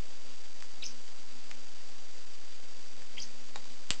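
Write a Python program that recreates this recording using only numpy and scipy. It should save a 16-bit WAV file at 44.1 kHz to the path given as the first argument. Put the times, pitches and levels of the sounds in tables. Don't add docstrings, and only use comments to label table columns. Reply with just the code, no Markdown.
import sys
import numpy as np
from scipy import signal
from scipy.fft import rfft, irfft, next_fast_len
from scipy.io import wavfile
from scipy.ndimage import uniform_filter1d, map_coordinates

SR = 44100
rng = np.random.default_rng(int(sys.argv[2]) if len(sys.argv) > 2 else 0)


def wav_out(sig):
    wavfile.write(sys.argv[1], SR, np.round(np.clip(np.atleast_2d(sig).T, -1, 1) * 32767).astype(np.int16))


N = 176400
T = np.arange(N) / SR


def chewing():
    # start in seconds, level in dB, pitch in Hz.
    ticks = [(.4370, -40, 3200), (.4585, -38, 3000), (.5435, -40, 6500), (.6020, -33, 5500),
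             (.6067, -36, 3000), (.6244, -29, 3600), (.6247, -33, 1500), (1.0795, -37, 2800),
             (1.0870, -40, 3500), (1.1985, -40, 3000), (1.5110, -30, 3600), (1.5143, -27, 1800),
             (1.900, -41, 3000), (1.955, -41, 3000), (2.273, -39, 3000), (3.0205, -38, 1800),
             (3.6425, -31, 3800), (3.655, -32, 6300), (3.6555, -43, 900), (3.7028, -34, 4200),
             (3.7217, -37, 4000), (3.8938, -34, 5000), (3.9307, -29, 3200), (3.9355, -28, 2400),
             (3.9442, -33, 5500)]
    lift_db, nibbles_per_s, nibble_db, nibble_hz = 4.5, 14, -50, 3100
    out = np.zeros(N)
    for start, db, hz in ticks:
        add(out, start, amp(db + lift_db) * tick(hz))
    starts = np.cumsum(rng.exponential(size=120)) / nibbles_per_s
    for start, (loud, high) in zip(starts, rng.standard_normal((120, 2))):
        add(out, start, amp(nibble_db + 1.5 * loud) * tick(nibble_hz * np.exp(0.25 * high)))
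    return out


def tick(hz):
    click = ring(hz, t60=3.2 / hz)
    crunch = signal.fftconvolve(rng.standard_normal(len(click)), click)[:len(click)]
    return click + amp(-18) * crunch / crunch.std() * decay(T[:len(click)], t60=0.008)


def strand_snap():
    # start in seconds, level in dB.
    blows = [(3.9056, -10), (3.9107, -17)]
    # pitch in Hz, level in dB, seconds to fall 60 dB.
    modes = [(2400, -17.5, 0.0012), (3073, -3.5, 0.0045), (3600, -8.5, 0.004), (4390, -6.5, 0.0033),
             (6190, -20, 0.009), (7340, 0, 0.0019)]
    recoil_db, recoil_s, recoil_hz = -17, 0.0013, 119
    out = in_room(struck(blows, modes, crack_db=-18, crack_t60=0.012), tail_db=-9)
    t = T[:SR // 10]
    recoil = t / recoil_s * np.exp(1 - t / recoil_s) * np.cos(2 * np.pi * recoil_hz * t)
    start, db = blows[0]
    add(out, start, amp(db + recoil_db) * recoil)
    return out


def hollow_knock():
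    # start in seconds, level in dB.
    blows = [(3.5591, -27), (3.5612, -30)]
    # pitch in Hz, level in dB, seconds to fall 60 dB.
    modes = [(784, -7.5, .024), (1096, -10, 0.013), (1612, -4, 0.0045), (2200, -8.5, 0.0056),
             (3760, -2.5, 0.0071), (6790, -5.5, 0.0051)]
    return struck(blows, modes, crack_db=-10, crack_t60=0.0027)


def squeaks():
    # time in seconds, pitch in Hz, level in dB.
    contours = [
        [(.821, 4100, -49), (.825, 3950, -35), (.830, 3550, -34), (.8335, 2300, -39), (.8365, 3200, -32),
         (.839, 5100, -35), (.844, 5300, -36), (.848, 5100, -50), (.855, 6350, -37), (.860, 5950, -31),
         (.863, 6450, -34), (.866, 5500, -29), (.868, 5000, -53)],
        [(3.168, 3200, -50), (3.173, 2550, -43), (3.177, 2000, -42), (3.180, 2150, -42), (3.1825, 3000, -34),
         (3.187, 3350, -41), (3.193, 3500, -49), (3.198, 4900, -46), (3.202, 5100, -36), (3.206, 4650, -33),
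         (3.208, 4500, -54), (3.216, 5600, -54), (3.219, 5800, -37), (3.224, 6400, -33), (3.229, 5300, -42),
         (3.234, 4650, -37), (3.236, 4200, -55)],
    ]
    jitter, flutter_db, overtone_db = 0.025, 3, -18
    rasp_db, rasp_from_hz, rasp_width_hz = -3, 5000, 900
    out = np.zeros(N)
    for contour in contours:
        times, hz, db = np.transpose(contour)
        pitch = np.interp(T, times, hz)
        phase = 2 * np.pi * np.cumsum(pitch * (1 + jitter * wobble(700))) / SR
        gate = (T > times[0]) & (T < times[-1])
        level = gate * amp(np.interp(T, times, db) + 0.5 + flutter_db * wobble(400))
        rasp = wobble(2 * rasp_width_hz) * np.sin(phase) + wobble(2 * rasp_width_hz) * np.cos(phase)
        share = amp(rasp_db) / (1 + (rasp_from_hz / pitch) ** 10)
        whistle = (np.sin(phase) + share * rasp) / np.sqrt(1 + 2 * share ** 2)
        overtone = amp(overtone_db) * np.sin(2 * phase)
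        out += in_room(level * (whistle + overtone), tail_db=-5.5)
    return out


def net_bumps():
    # start in seconds, level in dB.
    bumps = [(0.785, -50), (1.135, -58.5), (1.506, -53), (1.598, -58.5), (2.483, -58.5), (3.014, -47),
             (3.555, -49), (3.695, -49.5)]
    attack_s = 0.0035
    thud = ring(hz=116.3, t60=0.093)
    thud *= 1 - np.exp(-T[:len(thud)] / attack_s)
    out = np.zeros(N)
    for start, db in bumps:
        add(out, start, amp(db) * thud)
    return out


def in_room(x, tail_db):
    # frequency in Hz, seconds to fall 60 dB.
    decay_times = [(150, 0.2), (1000, 0.25), (3000, 0.15), (6000, 0.23), (8000, 0.18)]
    # delay in seconds, level in dB.
    walls = [(.0082, -17), (0.0117, -14.5), (0.0183, -20.5)]
    predelay_s = 0.004
    hz, t, noise = signal.stft(rng.standard_normal(SR // 2), SR, nperseg=256)
    tail = signal.istft(noise * decay(t, along(decay_times, hz)[:, None]), SR, nperseg=256)[1]
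    out = x.copy()
    add(out, predelay_s, amp(tail_db) * signal.fftconvolve(x, tail / np.linalg.norm(tail)))
    for delay, db in walls:
        add(out, delay, amp(db) * x)
    return out


def camera_noise():
    # frequency in Hz, relative level in dB.
    hiss_colour = [(30, -2), (150, -16.5), (300, -7), (700, -5.5), (1100, -11.5), (2000, -4), (3000, 0.5),
                   (4200, -3), (5500, -3), (7500, -5), (10000, -14)]
    # time in seconds, level in dB.
    hum_levels = [(0.05, -83.5), (0.08, -65.5), (0.62, -71.5), (1.01, -61), (1.03, -71), (1.3, -67),
                  (1.37, -58), (1.44, -72.5), (1.59, -62.5), (1.63, -65), (2.17, -70.5), (2.21, -75.5),
                  (3.7, -62.5), (3.85, -70)]
    # pitch in Hz, level in dB, pitch waver in Hz.
    tones = [(86.9, -72.5, 1.1), (523.7, -68.5, 2), (5210, -77, 8), (6574, -73.5, 8)]
    whine = amp(-58.3) * tone(hz=4711, waver_hz=5)
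    hiss = filtered(rng.standard_normal(N), lambda hz: amp(along(hiss_colour, hz)))
    hum_db = np.interp(T, *np.transpose(hum_levels)) - 0.5 + 2.5 * wobble(14)
    hum = amp(hum_db) * tone(hz=240.2, waver_hz=6)
    hiss *= amp(-53.5 + 0.27 * wobble(60)) / hiss.std()
    drone = sum(amp(db) * tone(hz, waver_hz) for hz, db, waver_hz in tones)
    return whine + hiss + hum + drone


def struck(blows, modes, crack_db, crack_t60):
    out, t = np.zeros(N), T[:SR // 5]
    for start, db in blows:
        crack = np.diff(uniform_filter1d(rng.standard_normal(len(t)), 3), prepend=0)
        add(out, start, amp(db + crack_db) * crack / crack.std() * decay(t, crack_t60))
        for hz, mode_db, t60 in modes:
            add(out, start, amp(db + mode_db + rng.normal()) * ring(hz, t60))
    return out


def ring(hz, t60):
    t = T[:SR // 5]
    swing = np.sin(2 * np.pi * hz * t) * decay(t, t60)
    return np.diff(swing, prepend=0) * SR / (2 * np.pi * hz)


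def tone(hz, waver_hz):
    return np.sqrt(2) * np.sin(2 * np.pi * np.cumsum(hz + waver_hz * wobble(30)) / SR)


def decay(t, t60):
    return np.exp(-np.log(1000) * t / t60)


def amp(db):
    return 10 ** (np.asarray(db) / 20)


def along(points, hz):
    freqs, values = np.transpose(points)
    return np.interp(np.log(hz + 1), np.log(freqs + 1), values)


def wobble(rate):
    return map_coordinates(rng.standard_normal(N // 8), [np.clip(T * rate, 0, N // 8 - 1)])


def filtered(x, response):
    size = next_fast_len(N + SR // 2)
    return irfft(rfft(x, size) * response(np.fft.rfftfreq(size, 1 / SR)), size)[:N]


def add(track, start, sound):
    part = track[max(round(start * SR), 0):][:len(sound)]
    part += sound[:len(part)]


def scene():
    snap = strand_snap()
    knock = hollow_knock()
    voice = squeaks()
    beak = in_room(chewing() + knock, tail_db=-11)
    return (beak + snap + voice + net_bumps() + camera_noise())[None]


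def record(dry):
    # frequency in Hz, gain in dB.
    colour = [(30, 3), (90, -1), (155, -6), (230, 1.5), (1000, 0.5), (3000, -3), (6000, -1.5), (8000, -5.5)]
    step, offset = 1 / 128, -0.0603
    bias_steps, top_hz = 0.06, 8200
    stepped = np.zeros(N)
    stepped[::2] = 2 * step * np.round(dry[0, ::2] / step + bias_steps)
    stepped -= stepped.mean()
    coloured = filtered(stepped, lambda hz: amp(along(colour, hz)) / np.sqrt(1 + (hz / top_hz) ** 120))
    return coloured[None] + offset


dry = scene()
out = record(dry)
wav_out(out)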